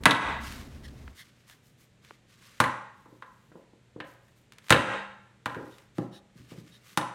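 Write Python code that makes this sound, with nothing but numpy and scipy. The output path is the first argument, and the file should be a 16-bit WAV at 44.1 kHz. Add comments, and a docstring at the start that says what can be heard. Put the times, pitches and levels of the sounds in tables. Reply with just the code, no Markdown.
"""A small workshop: a clamped folding knife is knocked spine first against a wooden block on a bench.
Each hard blow cracks, rings briefly in block and bench and fills the room; a limiter ducks and recovers.
Between blows the clamp is handled: soft bumps, metal ticks, finger taps, rubbing, short singing slides
and, at the start, a low rumble. Room air and a faint mains hum lie underneath."""
import sys
import numpy as np
from scipy import signal
from scipy.fft import rfft, irfft
from scipy.io import wavfile
from scipy.ndimage import uniform_filter1d, minimum_filter1d

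SR = 44100
rng = np.random.default_rng(int(sys.argv[2]) if len(sys.argv) > 2 else 0)


def generate_wav(signal):
    """Clip the signal to [-1, 1] and save it as 16-bit WAV at the path in sys.argv[1]."""
    frames = np.transpose(np.atleast_2d(signal))
    scaled = np.clip(frames, -1, 1) * 32767
    pcm = np.round(scaled).astype(np.int16)
    wavfile.write(sys.argv[1], SR, pcm)


N = 314874
TIME_S = np.arange(N) / SR


def from_db(db):
    """Decibels to gain."""
    return 10 ** (np.asarray(db) / 20)


def unit_energy(x):
    """Scale to a total energy of one."""
    return x / np.sqrt(np.sum(x ** 2) + 1e-20)


def at_hz(points, hz):
    """Interpolate a two-column table over log frequency."""
    known_hz, values = np.transpose(points)
    return np.interp(np.log(np.maximum(hz, 1)), np.log(known_hz), values)


def cut(x, hz, kind, order=2):
    """Causal Butterworth filter."""
    sos = signal.butter(order, np.clip(hz, 10, .48 * SR), kind, fs=SR, output="sos")
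    return signal.sosfilt(sos, x)


def noise(spectrum):
    """Noise of a given spectrum, rms 1."""
    gain = from_db(at_hz(spectrum, np.fft.rfftfreq(N, 1 / SR)))
    x = irfft(rfft(rng.standard_normal(N)) * gain, N)
    return x / np.std(x)


def flat_burst(envelope):
    """Spectrum of a noise burst, flattened so that no pitch stands out."""
    burst = rfft(rng.standard_normal(SR)[:len(envelope)] * envelope, SR)
    return burst / np.abs(burst)


def add(track, time_s, sound):
    """Mix a sound into a track."""
    start = max(round(time_s * SR), 0)
    track[start:start + len(sound)] += sound[:N - start]


def stroke(start_s, length_s, attack_s, sag_db_per_s, release_db_per_s):
    """Gain of one hand movement: speeds up, slackens, dies away."""
    t = np.maximum(TIME_S - start_s, 0)
    fall_db = sag_db_per_s * t + release_db_per_s * np.maximum(t - length_s, 0)
    return np.minimum(t / attack_s, 1) * from_db(-np.minimum(fall_db, 200))


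# room air: (frequency [Hz], relative density [dB])
AIR_SPECTRUM = [(15, -39.5), (25, -12.5), (127, -3.5), (212, -4.5), (270, -12), (560, -14.5), (641, -19),
                (1160, -24), (1790, -21), (3820, -26), (5000, -32), (7510, -31), (14400, -49.5),
                (16000, -62)]

def background(air_db=-63.5, hum_db=-67.5, hum_hz=120):
    """Still room air and faint mains hum."""
    hum = np.sqrt(2) * np.sin(2 * np.pi * hum_hz * TIME_S)
    return from_db(air_db) * noise(AIR_SPECTRUM) + from_db(hum_db) * hum


# clamp rumble: (frequency [Hz], relative density [dB])
RUMBLE_SPECTRUM = [(25, -5), (40, -5.5), (55, -0.5), (72, 7), (100, -9), (130, -1.5), (170, -13.5),
                   (230, -3.5), (330, -14.5), (600, -22), (1500, -32.5), (4000, -48.5)]

def rumble(level_db=-39.5):
    """The clamp rumbles as it is drawn back in one long pull."""
    pull = stroke(start_s=0, length_s=1.114, attack_s=.012, sag_db_per_s=7, release_db_per_s=300)
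    return from_db(level_db) * pull * noise(RUMBLE_SPECTRUM)


# friction hiss: (frequency [Hz], relative density [dB])
RUB_SPECTRUM = [(710, -23), (1200, -1.5), (1320, -7.5), (1440, -4.5), (2180, -3.5), (2380, -6), (3010, -6),
                (3700, -7), (6230, -10), (12100, -16.5), (14500, -16), (16000, -25)]
# hand shifting the clamp: (start [s], length [s], level [dB], treble lift [dB])
RUB_STROKES = [(0.0, 0.59, -69, -1.5), (0.4, 0.12, -44.5, -4), (0.54, 0.081, -53.5, -3),
               (0.67, 0.637, -61, -26), (1.141, .055, -72, 19), (1.333, 0.13, -71, -5),
               (1.467, 0.017, -55, 5), (1.62, 0.065, -74, 12), (1.763, .08, -72.5, 7),
               (2.01, 0.13, -62.5, -11), (2.267, .14, -61.5, -6), (2.402, 0.22, -58.5, -6),
               (2.92, .68, -85, 14), (4.029, 0.088, -75, 13.5), (4.212, .08, -77.5, 7),
               (4.347, 0.044, -77.5, 12.5), (4.615, .06, -62.5, 1), (5.473, 0.35, -65, 0.5),
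               (5.94, .08, -60.5, -4), (6.338, 0.6, -64, -3.5), (6.482, 0.041, -60.5, -9),
               (6.83, 0.098, -62.5, 3), (6.978, 0.12, -86, 6)]

def rubbing(grain_db=1.5, grain_hz=150, waver_db=1.5, waver_hz=14, treble_hz=8000):
    """Friction hiss, grainy from tiny catches, wavering with hand pressure."""
    hiss = noise(RUB_SPECTRUM)
    catches = cut(rng.standard_normal(N), grain_hz, "low")
    pressure = cut(rng.standard_normal(N), waver_hz, "low")
    treble = cut(hiss, treble_hz, "high", order=1)
    out = np.zeros(N)
    for start_s, length_s, db, treble_db in RUB_STROKES:
        speed = stroke(start_s, length_s, attack_s=.04, sag_db_per_s=5, release_db_per_s=200.5)
        out += from_db(db) * speed * (hiss + (from_db(treble_db) - 1) * treble)
    return out * from_db(grain_db * catches / np.std(catches) + waver_db * pressure / np.std(pressure))


# clamp resonances: (frequency [Hz], width [Hz], relative level [dB])
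CLAMP_MODES = [(1780, 260, -1), (3300, 860, 0), (4180, 200, -10), (5300, 130, -4.5), (8950, 330, -10)]
# short slides: (midpoint [s], length [s], level [dB], main pitch [Hz])
CLAMP_SLIDES = [(0.852, 0.05, -51, 1920), (0.884, 0.013, -51, 4170), (1.205, 0.078, -48.5, 2010),
                (1.298, 0.032, -67, 1700), (1.523, 0.05, -58, 1840), (5.736, 0.079, -61.5, 3600),
                (6.157, .1, -54.5, 3740), (6.747, 0.084, -57, 3720)]

def slides(pitch_width_hz=350, modes_db=-5):
    """Friction swells and fades in the clamp's resonances; one pitch stands out."""
    out = np.zeros(N)
    for mid_s, length_s, db, pitch_hz in CLAMP_SLIDES:
        friction = rng.standard_normal(SR)[:int(length_s * SR)]
        hiss = cut(friction, [pitch_hz - pitch_width_hz / 2, pitch_hz + pitch_width_hz / 2], "band")
        for hz, width_hz, mode_db in CLAMP_MODES:
            mode = cut(friction, [hz - width_hz / 2, hz + width_hz / 2], "band", order=1)
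            hiss += from_db(mode_db + modes_db) * mode
        swell = np.hanning(len(hiss)) ** .7
        add(out, mid_s - length_s / 2, from_db(db) * hiss / np.std(hiss) * swell)
    return out


# contact crack: (frequency [Hz], relative density [dB])
CRACK_SPECTRUM = [(100, -4.5), (300, 7.5), (680, -8.5), (1200, -2), (2100, -2.5), (4000, -8), (5200, -15.5),
                  (10000, -20.5), (12500, -26.5), (16000, -29)]

def crack(decay_s):
    """Dense fine modes of a contact: scattered in time, smooth in spectrum, dying at once."""
    t = TIME_S[:SR]
    colour = from_db(at_hz(CRACK_SPECTRUM, np.fft.rfftfreq(SR, 1 / SR)))
    decay = from_db(-60 * t[:SR // 5] / decay_s)
    burst = irfft(flat_burst(decay) * colour, SR)
    taper = np.exp(-np.minimum((2 * t / decay_s) ** 2, 40))
    return 7 * unit_energy(burst * taper)


# fingers on the clamp's grip: (time [s], relative level [dB], pitch [Hz])
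FINGER_TAPS = [(1.078, -19, 1400), (2.1082, -14, 792)]

def taps(gain_db=-14, edge_ratio=1.4, top_hz=4200):
    """Damped finger contacts with one broad resonance."""
    out = np.zeros(N)
    for time_s, db, pitch_hz in FINGER_TAPS:
        tap = cut(crack(decay_s=.017), [pitch_hz / edge_ratio, pitch_hz * edge_ratio], "band", order=1)
        add(out, time_s, from_db(db + gain_db) * cut(tap, top_hz, "low"))
    return out


# blade and clamp ticks: (time [s], relative level [dB])
METAL_TICKS = [(0.036, -26), (0.523, -31.5), (1.498, -41), (2.048, -44), (4.283, -55.5), (4.522, -39),
               (4.534, -46.5), (4.584, -38), (4.643, -48.5), (4.666, -45), (4.684, -34), (4.696, -21),
               (5.783, -42), (5.983, -35)]

def ticks(gain_db=-4, low_hz=800, treble_hz=5000, treble_db=1):
    """Light metal contacts, too weak to move the bench."""
    out = np.zeros(N)
    for time_s, db in METAL_TICKS:
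        tick = cut(crack(decay_s=.018), low_hz, "high")
        treble = from_db(treble_db) * cut(tick, treble_hz, "high", order=1)
        add(out, time_s, from_db(db + gain_db) * (tick + treble))
    return out


def ring(modes, spread_db):
    """Struck modes; each blow shares its force among them a little differently."""
    hz, db, t60_s = np.transpose(modes)[:, :, None]
    t = TIME_S[:SR]
    signs = (-1) ** np.arange(len(modes))[:, None]
    struck_db = db + spread_db * rng.standard_normal(db.shape)
    envelopes = from_db(struck_db - np.minimum(60 * t / t60_s, 200))
    return np.sum(signs * envelopes * np.sin(2 * np.pi * hz * t), axis=0)


# damped modes of block and knife: (frequency [Hz], relative level [dB], t60 [s])
BLOCK_MODES = [(137, -2.5, 0.041), (190, -15, 0.078), (295, -12.5, 0.047), (529, -8, 0.049),
               (829, -11, 0.092), (1037, 2.5, 0.02), (1364, -4, 0.029), (1617, 1.5, 0.013),
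               (1947, -3.5, .018), (2520, -4, 0.0031), (3000, -7, 0.0096), (3790, -5, 0.02),
               (4700, -15, 0.0076), (6030, -9, 0.006), (8210, -8.5, 0.0059), (10230, -8, 0.0059)]
# longer modes of the bench and what lies on it: (frequency [Hz], relative level [dB], t60 [s])
BENCH_MODES = [(122, -18.5, 0.42), (133, -18, 0.23), (199.2, -29.5, 1), (314, -24.5, 0.35),
               (807, -31, 0.27), (995, -29.5, 0.15), (1065, -21, 0.35), (1172, -30, 0.43), (1548, -32, 0.5),
               (1600, -33, 0.18), (1690, -30.5, 0.2)]

def wood(crack_db, bench_db, low_hz):
    """Block and bench under one blow; both too small to radiate deep bass."""
    block = ring(BLOCK_MODES, spread_db=2)
    contact = from_db(crack_db) * crack(decay_s=.055)
    bench = from_db(bench_db) * ring(BENCH_MODES, spread_db=2.5)
    return cut(block + contact + bench, low_hz, "high")


# clamp and hand on the bench: (time [s], relative level [dB], upper edge [Hz], contact [s])
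SOFT_BUMPS = [(3.049, -46.5, 1385, 0.021), (3.114, -43.5, 586, 0.02), (3.516, -45.5, 1310, 0.0041),
              (3.553, -36, 641, 0.0045), (3.728, -45.5, 546, 0.009), (3.956, -30.5, 517, 0.013),
              (5.553, -24.5, 565, 0.027), (5.604, -30.5, 516, 0.063), (5.981, -13, 312, 0.0056),
              (5.9822, -24, 940, 0.0029), (6.347, -28, 172.7, 0.014), (6.388, -25, 157, 0.029),
              (6.511, -29.5, 448, 0.013), (6.574, -30, 274, 0.009), (6.618, -38, 226, 0.028)]

def bumps(gain_db=-3):
    """Padded contacts scuff briefly and wake mostly low modes."""
    out = np.zeros(N)
    for time_s, db, high_hz, contact_s in SOFT_BUMPS:
        size = max(int(contact_s * SR), 8)
        force = irfft(flat_burst(np.hanning(size)), SR)[:2 * size]
        thud = signal.fftconvolve(force, wood(crack_db=7, bench_db=-5.5, low_hz=120))
        add(out, time_s, from_db(db + gain_db) * cut(thud, high_hz, "low", order=3))
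    return out


# knife spine on block: (time [s], relative level [dB], struck-spot pitch [Hz], added spot band [dB],
# lower edge [Hz], upper edge of mids [Hz], bench thump [dB], steel crack [dB])
KNIFE_KNOCKS = [(0.0558, 14.5, 1770, -5.5, 160, 3050, -3.5, -2),
                (0.0612, 8.5, 1520, 4.5, 165, 2830, 7, -10), (0.1091, 3.5, 3550, 6, 170, 4470, -3, -1.5),
                (2.6019, -2.5, 1130, 1, 99.2, 2200, 0.5, 1), (2.6393, -20, 1960, 10, 100, 4000, -18, 2.5),
                (3.223, -30.5, 1210, 0, 139, 3230, -32, -15),
                (4.0025, -20, 1200, -12, 98.3, 3600, -3, -18.5), (4.705, 7.5, 1300, 4, 70.5, 3200, 2, 4.5),
                (4.7240, 9, 2700, 4.5, 70.3, 4120, 1.5, -4),
                (5.4584, -12.5, 1415, -13, 100.5, 2525, -2, -6),
                (5.546, -25.5, 1440, -11, 131.7, 2385, -17.5, -15),
                (6.9738, -8, 900, -2.5, 75, 1980, 1.5, 4.5)]

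def knocks(gain_db=-13, thump_hz=480, steel_hz=4300, thump_lag_s=.002):
    """Steel on wood: spot and contact time colour the ring; the heavy bench answers late."""
    out = np.zeros(N)
    for time_s, db, spot_hz, spot_db, low_hz, high_hz, thump_db, steel_db in KNIFE_KNOCKS:
        blow = from_db(db + gain_db) * wood(crack_db=5.5, bench_db=-3, low_hz=low_hz)
        blow += from_db(spot_db) * cut(blow, [spot_hz / 1.3, spot_hz * 1.224], "band", order=1)
        mids = cut(cut(blow, thump_hz, "high", order=3), high_hz, "low", order=3)
        steel = from_db(steel_db) * cut(blow, steel_hz, "high", order=3)
        thump = from_db(thump_db) * cut(blow, thump_hz, "low", order=3)
        add(out, time_s, mids + steel)
        add(out, time_s + thump_lag_s, thump)
    return out


# diffuse tail: (frequency [Hz], level re direct sound [dB], t60 [s])
ROOM_TAIL = [(60, -2.5, .4), (129, -5.5, .4), (303, -1.5, 0.36), (600, 1.5, 0.62), (1250, -3.5, 0.66),
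             (2150, -4, 0.64), (3900, -12, .6), (8000, -8.5, .52), (15000, -13.5, 0.18)]
# near walls and ceiling: (delay [s], level [dB])
WALL_ECHOES = [(.0083, -11.5), (0.02, -20), (0.0388, -14), (0.058, -22.5)]

def workshop(x, build_s=.0036, wall_hz=4000):
    """Direct sound, a few echoes and a diffuse tail dying in overlapping half-octave bands."""
    t, room = TIME_S[:SR], np.array(ROOM_TAIL)
    octave = np.log2(np.fft.rfftfreq(SR, 1 / SR) + 1)
    white = rfft(rng.standard_normal(SR))
    tail = np.zeros(SR)
    for centre_hz in 60 * 2 ** np.arange(0, 8.5, .5):
        db, t60_s = at_hz(room[:, :2], centre_hz), at_hz(room[:, ::2], centre_hz)
        band = np.maximum(1 - 2 * np.abs(octave - np.log2(centre_hz)), 0)
        fade = unit_energy(from_db(-60 * t / t60_s) * (1 - np.exp(-t / build_s)))
        tail += from_db(db) * irfft(white * band, SR) * fade
    out = x + signal.fftconvolve(x, tail)[:N]
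    for delay_s, db in WALL_ECHOES:
        add(out, delay_s, from_db(db) * cut(x, wall_hz, "low", order=1))
    return out


def scene(low_hz=26):
    """Knocks, bumps and ticks sound through the room; handling stays close."""
    handling = rubbing() + slides() + taps() + rumble()
    contacts = workshop(knocks() + bumps() + ticks())
    close = cut(handling + background(), low_hz, "high", order=3)
    return (contacts + close)[None]


def limiter(x, threshold_db=-9, hold_s=.13, release_db_per_s=105):
    """Gain drops at a loud blow, holds, then climbs back and lifts the room's tail."""
    power = uniform_filter1d(x ** 2, size=176)
    over_db = np.maximum(10 * np.log10(np.maximum(power, 1e-12)) - threshold_db, 0)
    hold = int(hold_s * SR) // 2 * 2 + 1
    held_db = -minimum_filter1d(-over_db, hold, origin=hold // 2, mode="constant")  # trailing maximum
    release_db = release_db_per_s * TIME_S
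    duck_db = np.maximum.accumulate(held_db + release_db) - release_db
    return x * from_db(-uniform_filter1d(duck_db, size=64))


def record(dry, ceiling=1.2, cutoff_hz=16100):
    """Limiter, rounded peaks, steep top cut."""
    rounded = ceiling * np.tanh(limiter(dry[0]) / ceiling)
    top_cut = signal.ellip(10, .1, 80, cutoff_hz, fs=SR, output="sos")
    return signal.sosfilt(top_cut, rounded)[None]


dry = scene()
out = record(dry)
generate_wav(out)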